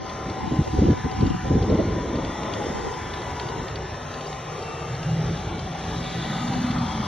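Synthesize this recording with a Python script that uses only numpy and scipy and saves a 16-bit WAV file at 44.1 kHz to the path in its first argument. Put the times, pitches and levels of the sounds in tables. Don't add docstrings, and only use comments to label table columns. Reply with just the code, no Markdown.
import sys
import numpy as np
from scipy import signal
from scipy.fft import rfft, irfft, next_fast_len
from scipy.io import wavfile
from scipy.ndimage import uniform_filter1d, map_coordinates

SR = 44100
rng = np.random.default_rng(int(sys.argv[2]) if len(sys.argv) > 2 else 0)


def voltage_ratio(decibels):
    exponent = np.asarray(decibels, float) / 20
    return 10 ** exponent


def log_audio(samples):
    frames = np.atleast_2d(samples).T
    limited = np.clip(frames, -1, 1)
    pcm = np.round(limited * 32767).astype(np.int16)
    wavfile.write(sys.argv[1], SR, pcm)


N = 311787


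def unit(x):
    return x / np.sqrt(np.mean(x ** 2) + 1e-20)


def along(points, hz):
    f, v = np.transpose(points)
    return np.interp(np.log(hz + 1), np.log(f + 1), v)


def curves(rows):
    s, *cols = np.transpose(rows)
    return [np.interp(np.arange(N) / SR, s, c) for c in cols]


def wobble(rate):
    return map_coordinates(rng.standard_normal(4000), [np.arange(N) * np.clip(rate, 0, 500) / SR])


def gate(start, length, rise, fall):
    t = np.arange(N) / SR - start
    return np.clip(np.minimum(t / rise + .5, (length - t) / fall + .5), 0, 1)


def filtered(x, response):
    m = next_fast_len(N + 8192)
    return irfft(rfft(x, m) * response(np.fft.rfftfreq(m, 1 / SR)), m)[..., :N]


def rush(spectrum, patchy_db):
    z = signal.stft(rng.standard_normal((2, N)), nperseg=512)[2]
    field = uniform_filter1d(rng.standard_normal(z.shape[1:]), size=3, axis=0)
    field = uniform_filter1d(field, size=36, axis=1)
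    pair = signal.istft(z * voltage_ratio(patchy_db * unit(field)), nperseg=512)[1][:, :N]
    return unit(filtered(pair, lambda hz: voltage_ratio(along(spectrum, hz))))


def order(firing_hz, multiple, flutter_db, smear):
    phase = 2 * np.pi * multiple * np.cumsum(firing_hz) / SR
    phase = phase + smear * wobble(14) + rng.uniform(0, 2 * np.pi)
    return unit(voltage_ratio(flutter_db * wobble(18)) * np.sin(phase))


def climber():
    # (time [s], firing rate [Hz], 4th order level [dB], facing: 3rd order over 4th [dB])
    near_engine = [(0, 256.5, -43, 0), (.58, 257, -41, 1), (.85, 246.5, -44, 1), (1.08, 253.5, -40, -1),
                   (1.42, 248.5, -43, 0), (1.75, 263, -42, -6), (2.0, 255.5, -47, -4), (2.3, 262, -47, -4),
                   (2.6, 257, -47, -6), (2.88, 255, -42, -10), (3.15, 249.5, -38, -12),
                   (3.42, 243.5, -39, -10), (3.53, 243, -58, 4), (5.3, 250, -60, 10), (5.9, 250, -54, 8),
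                   (6.3, 254, -48, 3), (6.7, 251, -50, 5), (7.07, 252, -47, 0)]
    # (multiple [1], level re 4th order [dB])
    sixths = [(19 / 6, -13), (21 / 6, -11), (23 / 6, -13), (7, -15), (8, -14)]
    firing, fourth_db, facing_db = curves(near_engine)
    tone = voltage_ratio(fourth_db + facing_db) * order(firing, multiple=3, flutter_db=2.5, smear=.45)
    tone += voltage_ratio(fourth_db) * order(firing, multiple=4, flutter_db=2.5, smear=.35)
    tone += voltage_ratio(fourth_db - 12) * order(firing, multiple=25 / 6, flutter_db=2.5, smear=.3)
    sings_out = gate(1.75, .6, rise=.25, fall=.25)
    tone += voltage_ratio(-43) * sings_out * order(firing, multiple=23 / 6, flutter_db=4, smear=.4)
    for multiple, db in sixths:
        tone += voltage_ratio(fourth_db + db + 2.5 * wobble(2)) * order(firing, multiple, flutter_db=3, smear=.5)
    return tone


def roar():
    # (time [s], engine load level [dB], thrown sand level [dB])
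    wheel_work = [(0.0, -53.5, -50.5), (0.06, -37.5, -46), (0.69, -38, -43.5), (0.81, -37.5, -42.5),
                  (1.08, -37, -44), (1.34, -40.5, -43), (2.11, -36.5, -45.5), (2.64, -32, -41),
                  (3.01, -38.5, -41.5), (3.31, -35.5, -41.5), (3.8, -39, -45), (5.4, -38, -42.5),
                  (5.55, -37.5, -45.5), (5.9, -33.5, -41.5), (6.4, -33, -39), (6.81, -31.5, -41),
                  (7.07, -32, -40.5)]
    # (frequency [Hz], density [dB per Hz])
    intake_colour = [(500, -120), (670, -44), (705, -5.5), (770, 1), (921, -3), (1000, -5), (1090, -11.5),
                     (1180, -6.5), (1500, -11), (1700, -35), (2500, -120)]
    # (frequency [Hz], density [dB per Hz])
    spray_colour = [(880, -11), (1500, -3.5), (1950, 0), (2120, -4), (2310, -2), (2480, -6.5), (3000, -5.5),
                    (3900, -46.5), (6600, -120)]
    # (frequency [Hz], density [dB per Hz])
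    fizz_colour = [(2000, -120), (2750, -38.5), (3000, -2.5), (3400, 0), (3800, 0), (4200, -4.5),
                   (4600, -8), (5050, 0), (5300, -39.5), (6500, -120)]
    # (frequency [Hz], density [dB per Hz])
    hiss_colour = [(4000, -120), (4850, -35), (5100, -3), (5600, 0), (6300, -2), (7000, -6), (7700, -10),
                   (8500, -12), (9500, -16), (10100, -17), (11100, -12), (11850, -14), (12000, -90)]
    load_db, sand_db = curves(wheel_work)
    mean_db = sand_db.mean()

    def layer_db(under_db, grows):
        return mean_db + under_db + grows * (sand_db - mean_db) + 0.6 * wobble(2.604)

    slap = wobble(9) + 0.43 * wobble(25)
    intake = voltage_ratio(load_db - 1.5) * rush(intake_colour, patchy_db=2.5)
    spray = voltage_ratio(layer_db(0, grows=0.69) + 0.24 * slap) * rush(spray_colour, patchy_db=2)
    fizz = voltage_ratio(layer_db(-5.5, grows=0.8) + 0.54 * slap) * rush(fizz_colour, patchy_db=1.8)
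    hiss = voltage_ratio(layer_db(-5, grows=1) + .5 * slap) * rush(hiss_colour, patchy_db=2.07)
    return intake + spray + fizz + hiss


def bounce(x):
    # (start [s], end [s], centre [Hz], gain [dB])
    streaks = [(1.6, 3.1, 3400, 4.5), (2.5, 2.5, 3300, 6), (1.8, 3.05, 1920, 4), (2.5, 3, 3770, -3),
               (3.6, 7, 2440, -0.5), (3, 4.6, 1050, 6), (3.9, 4.3, 2250, -8), (4.55, 4.9, 1167, 9.5),
               (4, 6.4, 957, -8), (3.5, 2.8, 3100, -1.5), (4.2, 4.8, 1590, -5), (4.5, 5.5, 1290, 4),
               (5.8, 6.2, 2060, -9), (6, 6.4, 5930, -3.5), (5.6, 6.15, 1800, 0.5), (6.5, 6.45, 2800, 1),
               (6, 7.4, 4600, 2), (6, 11, 5050, 7), (5.5, 7.1, 4100, 3.5), (6.6, 6.1, 1100, -3.5),
               (5.8, 6.7, 3700, 4), (6, 6.6, 2730, 4.5), (8.1, 5, 3400, 5.5), (5.5, 7.9, 1350, -4.5),
               (5.5, 5.9, 1240, -8), (3.6, 5, 3900, 0), (5, 4.4, 1650, 1.5), (6.6, 8, 3200, 1),
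               (3.5, 3.05, 930, -7.5), (3.5, 2.7, 1800, 0), (2.2, 2.1, 2500, 1.5), (1.7, 1.94, 4200, 6),
               (0.5, 0.96, 970, 0), (5.5, 5.2, 4300, 2), (7, 7.3, 4300, 3), (5.8, 7.2, 4350, 3.5),
               (1.3, 2.2, 800, 3.5), (2.5, 3.15, 600, -7), (2.1, 3.06, 760, -6), (6, 7.2, 2300, -5),
               (6.3, 6.4, 13000, -0.5), (6, 7.2, 5300, -6), (6.85, 7.2, 2200, 10), (6.1, 7.2, 2060, 3.5)]
    streak_db, width = 2, 0.073
    hz, t, z = signal.stft(x, SR, nperseg=2048, noverlap=1536)
    field = uniform_filter1d(rng.standard_normal(z.shape[1:]), size=2, axis=0)
    field = uniform_filter1d(field, size=24, axis=1)
    gain_db = streak_db * unit(field)
    for start, end, centre_hz, db in streaks:
        progress = np.clip((t - start) / (end - start), 0, 1)
        swell = np.sqrt(np.abs(np.sin(np.pi * progress)))
        band = np.exp(-((hz / centre_hz - 1) / width) ** 2)
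        gain_db = gain_db + db * np.outer(band, swell)
    return signal.istft(z * voltage_ratio(gain_db), SR, nperseg=2048, noverlap=1536)[1][:, :N]


def murmur():
    # (start [s], length [s], depth at the edge band [dB])
    guard = [
        (0.405, 0.1, -12),
        (0.7, 0.065, -22),
        (0.95, 0.053, -14),
        (1.012, 0.079, -23),
        (1.153, 0.078, -29),
        (1.28, 0.04, -14),
        (1.332, 0.094, -28),
        (2.793, 0.25, -4.5),
        (2.948, 0.066, -4),
    ]
    guard_db = sum(db * gate(s, length, rise=0.045, fall=0.045) for s, length, db in guard)
    turn_db = -6 * gate(5.17, N / SR, rise=0.96, fall=1)
    return voltage_ratio(-39.5 + turn_db + 0.56 * guard_db), voltage_ratio(-43 + guard_db)


def steadied(x):
    power = np.abs(uniform_filter1d(x ** 2, size=int(0.055 * SR), axis=-1)) + 1e-3
    return unit(x / power ** (0.44 / 2))


def wind():
    # (time [s], strength [dB], reach: flutter over rumble [dB])
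    breeze = [(0, -42, -10), (.3, -36.5, -6), (.7, -34, -18.5), (1.11, -34, -20), (1.4, -32.5, -18),
              (1.8, -27.5, -7), (2.2, -33.5, -3), (2.38, -34.5, -3.5), (2.6, -32.5, -1), (2.74, -36.5, -4),
              (2.82, -38, -10), (3.5, -36, -15.5), (4.2, -41, -19.5), (4.8, -41.5, -13), (5.2, -33, -17.5),
              (5.85, -38.5, -6), (6.5, -36.5, -10), (7.07, -32.5, -15.5)]
    # (start [s], length [s], strength [dB], reach [dB])
    gusts = [(0.256, 0.066, -28.5, -21.5), (0.426, 0.067, -29, -10.5), (0.511, 0.035, -23, -10),
             (0.553, 0.043, -23, -14.5), (0.591, 0.037, -22, -16), (0.683, 0.026, -31.5, -21),
             (0.989, 0.022, -31.5, -20.5), (1.193, 0.017, -26, -13), (0.728, 0.026, -21, -21),
             (0.775, .03, -16.5, -10), (0.818, 0.095, -16.5, -11), (0.903, 0.037, -18, -16),
             (1.046, 0.026, -22.5, -12), (1.161, 0.04, -26.5, -24), (1.219, 0.07, -17.5, -14.5),
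             (1.294, 0.029, -18, -34), (1.338, 0.038, -25, -27), (1.439, 0.098, -27, -20),
             (1.503, 0.071, -16.5, -16), (1.613, 0.071, -24, -10.5), (1.69, .04, -17.5, -7),
             (1.734, 0.029, -17, -7), (1.79, 0.03, -25.5, 0), (2.132, .08, -29.5, -4),
             (3.427, 0.034, -36, -8.5), (3.566, 0.068, -34.5, -10.5), (5.497, .1, -34, -8.5),
             (6.486, 0.11, -36.5, -7), (6.727, 0.071, -35.5, -24)]
    gust_low_db = np.array(np.array([[-4], [2], [0], [0]]))
    # (frequency [Hz], density [dB per Hz])
    rumble_colour = [(20, -65), (33, -15.5), (48, -6), (70, -1), (180, -5.5), (220, -42), (400, -120)]
    # (frequency [Hz], density [dB per Hz])
    body_colour = [(100, -120), (150, -37), (180, 3), (340, 1.5), (390, -23), (600, -120)]
    # (frequency [Hz], density [dB per Hz])
    flutter_colour = [(200, -120), (300, -33.5), (340, -2.5), (437, -0.5), (520, -7.5), (640, -33.5),
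                      (800, -120)]
    # (frequency [Hz], density [dB per Hz])
    edge_colour = [(350, -120), (480, -30), (520, 0), (700, -2), (740, -40), (900, -120)]
    shares, offsets_db = np.array([[0], [0.41], [1], [2.5]]), np.array([[0], [-0.5], [0], [0]])
    plume = 2.8

    breeze_db, reach_db = curves(breeze)
    power = voltage_ratio(breeze_db + 1.6 * wobble(12) + shares * reach_db) ** 2
    for s, length, db, reach in gusts:
        gust = voltage_ratio(db + gust_low_db + shares * reach) * gate(s, length, rise=.012, fall=.015)
        power += gust ** 2
    rumble, body, flutter, edge = voltage_ratio(offsets_db) * np.sqrt(power)

    force = np.clip((20 * np.log10(rumble) + 36) / 14, .1, 1)
    lumps = voltage_ratio(force * (1.2 * wobble(30) + 2.5 * wobble(70)))
    lumps /= np.sqrt(np.abs(uniform_filter1d(lumps ** 2, size=4000)) + 1e-9)

    car_flutter, car_edge = murmur()
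    eddies = lumps * rumble * steadied(rush(rumble_colour, patchy_db=3))
    eddies += lumps * body * steadied(rush(body_colour, patchy_db=0.0))
    eddies += np.hypot(lumps ** np.sqrt(plume) * flutter, car_flutter) * rush(flutter_colour, patchy_db=2.5)
    return eddies + np.hypot(lumps ** plume * edge, car_edge) * rush(edge_colour, patchy_db=1.0)


def crosswind():
    # (time [s], strength [dB])
    side_air = [(0, -36.5), (.3, -59), (.45, -31), (.62, -40.5), (.85, -26), (1.08, -35), (1.28, -31),
                (1.55, -36.5), (1.9, -40), (2.3, -54.5), (2.85, -32.5), (3.15, -50.5), (5.7, -57),
                (6.1, -43), (6.75, -41), (7.07, -54)]
    # (frequency [Hz], density [dB per Hz])
    side_colour = [(20, -43), (40, -15), (90, -4.5), (320, -2), (460, -7), (780, -6), (1000, -10.5),
                   (1500, -36.5), (2500, -120)]
    strength_db, = curves(side_air)
    flicks = voltage_ratio(2 * wobble(25) + 4.5 * wobble(120))
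    return voltage_ratio(strength_db) * unit(flicks * rush(side_colour, patchy_db=1.5)[0]) * [[1], [-1]]


def grit():
    # (time [s], peak [dB], pitch [Hz])
    grains = [(0.0942, -27, 3430), (0.298, -29, 3420), (0.9055, -31.5, 3620), (1.1687, -37.5, 3430),
              (1.207, -27.5, 3410), (1.266, -31, 3700), (1.299, -33, 3130), (1.624, -30.5, 3240),
              (1.698, -29.5, 3700), (2.2473, -29, 3400), (2.5354, -22, 3360), (2.9368, -32, 3540),
              (3.1363, -26, 3500), (3.2163, -31, 3430), (3.396, -23.5, 3230), (3.486, -29.5, 3840),
              (3.681, -29.5, 3500), (3.756, -25.5, 4510), (4.14, -29, 3400), (4.2073, -29, 2610),
              (4.2685, -32.5, 4720), (4.3266, -29.5, 3800), (4.624, -30.5, 4550), (4.948, -33, 4400),
              (5.3702, -30.5, 3360), (5.592, -26.5, 3140), (6.112, -29, 3670), (6.708, -24.5, 3420),
              (6.783, -29, 4450), (7.0484, -31.5, 3320), (0.6444, -34, 3440), (0.9766, -44.5, 3610),
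              (1.113, -33, 4740), (2.155, -33, 3680), (2.431, -30.5, 2800), (5.029, -28.5, 2820),
              (5.811, -38, 3950), (6.235, -31.5, 2780), (6.4792, -26.5, 3530), (6.535, -28, 4160),
              (6.626, -33.5, 4770)]
    # (frequency [Hz], density [dB per Hz])
    grit_colour = [(1000, -31.5), (1800, 4.5), (3500, 4.5), (4800, 6), (5600, -3.5), (8000, -11.5),
                   (11000, -25.5)]
    rise_s, crack_t60_s, ring_t60_s = .002, .03, .035
    out, t = np.zeros(N + SR), np.arange(1300) / SR
    cracks = rng.standard_normal((len(grains), len(t)))
    for (s, db, hz), crack in zip(grains, cracks):
        ring = 0.3 * np.sin(2 * np.pi * hz * t) * voltage_ratio(-60 * t / ring_t60_s)
        tick = crack * voltage_ratio(-60 * t / crack_t60_s) + ring
        out[round(s * SR):][:len(t)] += voltage_ratio(db + 1.0) * tick * (1 - np.exp(-t / rise_s))
    return filtered(out[:N], lambda hz: voltage_ratio(along(grit_colour, hz)))


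def thumps():
    # (time [s], peak [dB], pitch [Hz])
    slaps = [(0.515, -13.5, 296), (0.588, -2, 146), (0.601, -15.5, 129), (0.783, -12, 90), (0.812, -5, 185),
             (0.87, -7, 280), (0.91, -3.5, 135), (1.041, -10, 152), (1.053, -12, 255), (1.204, -7, 158),
             (1.267, -10, 143), (1.342, -14, 153), (1.518, -19, 288), (1.548, -7, 167), (1.609, -9.5, 93),
             (1.744, -20, 281), (1.783, -8.5, 296), (2.05, -18, 327), (2.179, -11.5, 397),
             (2.259, -16, 105), (2.571, -18, 135), (2.6, -24, 137), (2.624, -32, 104), (2.662, -12.5, 380),
             (2.698, -15.5, 176), (3.455, -15.5, 123), (5.468, -16.5, 111), (1.508, -12.5, 500),
             (1.848, -8, 288), (2.004, -18.5, 253), (2.094, -15, 300), (2.126, -12, 260), (2.142, -16, 240),
             (2.292, -18.5, 250), (5.701, -19, 152), (6.298, -13.5, 170), (6.497, -10, 164),
             (6.599, -12, 199), (6.642, -10.5, 210), (6.698, -12, 190), (6.78, -14.5, 243),
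             (6.813, -17, 130), (6.831, -14, 230), (6.997, -10.5, 203), (0.783, -6, 382), (0.925, -11, 398),
             (1.751, -10, 420), (5.125, -14.5, 160), (5.205, -15, 165)]
    under_peak_db, width_cycles = -6.5, 0.86
    out, t = np.zeros(N + SR), np.arange(-900, 900) / SR
    for s, db, hz in slaps:
        push = np.cos(2 * np.pi * hz * t + 0.57) * np.exp(-(t * hz / width_cycles) ** 2)
        out[round(s * SR) - 600:][:len(t)] += voltage_ratio(db + under_peak_db) * push
    return out[:N]


def swells():
    # (start [s], end [s], start pitch [Hz], end pitch [Hz], level [dB])
    tones = [(5.0, 5.18, 2760, 2850, -53), (3.9, 4.45, 244, 248, -46), (5.85, 6.3, 237, 240, -44),
             (6.36, 6.52, 236, 248, -30), (6.5, 6.74, 250, 248, -26.5), (6.73, 6.86, 248, 240, -26),
             (6.93, 7.04, 226, 216, -30), (3.55, 3.75, 2720, 2680, -56), (4.98, 5.4, 132, 133, -36),
             (6.76, 6.85, 126, 126, -35), (6.1, 7.3, 217, 212, -36), (6.1, 7.2, 304, 300, -44),
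             (4.35, 5.1, 460, 468, -44), (4, 4.5, 1036, 1036, -48), (4.55, 5.1, 892, 911, -45),
             (4.6, 4.95, 2700, 2697, -48), (3.7, 4.15, 1730, 1770, -51), (5.8, 6.6, 1960, 1940, -49),
             (3.33, 3.52, 4700, 4660, -54), (5.75, 7.2, 2300, 2280, -52), (6.2, 6.6, 3780, 3740, -55),
             (6.7, 7.2, 3350, 3350, -52), (5.75, 7.2, 4120, 4150, -55), (2.3, 2.55, 835, 830, -46),
             (2.33, 2.365, 830, 830, -39), (2.6, 2.645, 830, 825, -33), (2.84, 3, 980, 978, -41),
             (2.6, 3.3, 5500, 5500, -58), (4.1, 4.29, 4440, 4450, -56)]
    out = np.zeros(N)
    for start, end, start_hz, end_hz, db in tones:
        u = np.clip((np.arange(N) / SR - start) / (end - start), 0, 1)
        pitch = start_hz + u * (end_hz - start_hz)
        swell = np.sqrt(np.abs(np.sin(np.pi * u)))
        out += voltage_ratio(db) * swell * order(pitch, multiple=1, flutter_db=2.5, smear=.3 + start_hz / 4000)
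    return out


def boomer():
    # (time [s], firing rate [Hz], level [dB])
    far_engine = [(3.3, 150, -60), (3.8, 151, -48), (4.3, 152, -47), (4.8, 155, -44), (4.92, 156, -36),
                  (5.12, 161, -30), (5.32, 165, -30), (5.38, 165, -41), (5.9, 167, -42), (6.05, 170, -37),
                  (6.22, 171, -35), (6.33, 171, -33), (6.45, 171, -37), (6.8, 170, -38), (7.07, 168, -33)]
    # (multiple of firing [1], level [dB])
    far_orders = [(.5, -16), (.75, -8), (1, 3), (1.25, -17.5), (2, -25.5)]
    # (frequency [Hz], density [dB per Hz])
    cavity_colour = [(60, -120), (100, -27), (125, 7), (165, -7), (185, -18.5), (300, -120)]
    firing, level_db = curves(far_engine)
    lines = sum(voltage_ratio(db) * order(firing, k, flutter_db=3, smear=.4) for k, db in far_orders)
    throb_db = 3.5 * np.sin(np.pi / 2 * np.cumsum(firing) / SR)
    lines = unit(voltage_ratio(throb_db) * lines) * np.std(lines)
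    return voltage_ratio(level_db) * (lines + voltage_ratio(-1.5) * rush(cavity_colour, patchy_db=1)[0])


def ports(shared, own):
    # (frequency [Hz], correlation [1])
    alike = [(60, .99), (200, .96), (430, .85), (800, .85), (1100, .55), (1450, .97), (1900, .95),
             (2600, .84), (3300, .94), (4100, .97), (4600, .85), (5000, .87), (5600, .85), (6600, .75),
             (7400, .9), (8000, .99)]
    # (frequency [Hz], level [dB])
    louder = [(300, 0), (800, 1.5), (1000, 5.5), (1150, 9.5), (1400, 3), (1800, 2.5), (2200, 1.6),
              (3000, 2)]
    # (frequency [Hz], phase [rad])
    lead = [(60, 0), (500, -.1), (800, .45), (1100, .4), (1450, 0), (2800, .45), (3200, .1), (4000, .07),
            (4600, .8), (4880, 2.6), (5040, 3.35), (5200, 2.4), (5500, 1.5), (6300, 1.9), (6900, 2.6),
            (7300, 2.85), (7900, np.pi)]

    def turn(hz):
        return np.arccos(np.clip(along(alike, hz), 0, 1)) / 2

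    def shade(hz):
        return voltage_ratio(along(louder, hz) / 2) * np.exp(.5j * along(lead, hz))

    left = filtered([shared, own], lambda hz: shade(hz) * [np.cos(turn(hz)), np.sin(turn(hz))])
    right = filtered([shared, own], lambda hz: [np.cos(turn(hz)), -np.sin(turn(hz))] / shade(hz))
    return np.array([left.sum(axis=0), right.sum(axis=0)])


def scene():
    air = bounce(roar()) + wind()
    shared = air[0] + climber() + grit() + thumps() + swells() + boomer()
    return ports(shared, air[1]) + crosswind()


def joint_stereo(x, under_db):
    # (frequency [Hz], level [dB])
    heard = [(100, -69), (400, -74), (1300, -77), (1700, -74), (4500, -75), (6800, -75), (7600, -79),
             (8600, -80), (12000, -81)]
    hz, _, z = signal.stft([x[0] + x[1], x[0] - x[1]], SR, nperseg=2048)
    band = np.arange(len(hz)) // 8
    power = np.add.reduceat(np.abs(z) ** 2, np.arange(0, len(hz), 8), axis=1) / 8
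    power = (power * voltage_ratio(3 * rng.standard_normal(power.shape)))[:, band]
    limit = power[::-1] * voltage_ratio(2 * under_db) + voltage_ratio(2 * along(heard, hz))[:, None]
    total, apart = signal.istft(z * (power > limit), SR, nperseg=2048)[1][:, :N]
    return np.array([total + apart, total - apart]) / 2


def low_pass(x):
    return signal.sosfilt(signal.butter(12, 11950, fs=SR, output="sos"), x)


def record(dry):
    rounded = dry / (1 + np.abs(dry / .62) ** 4) ** .25
    mix = joint_stereo(rounded, under_db=-13)
    return low_pass(mix)


dry = scene()
out = record(dry)
log_audio(out)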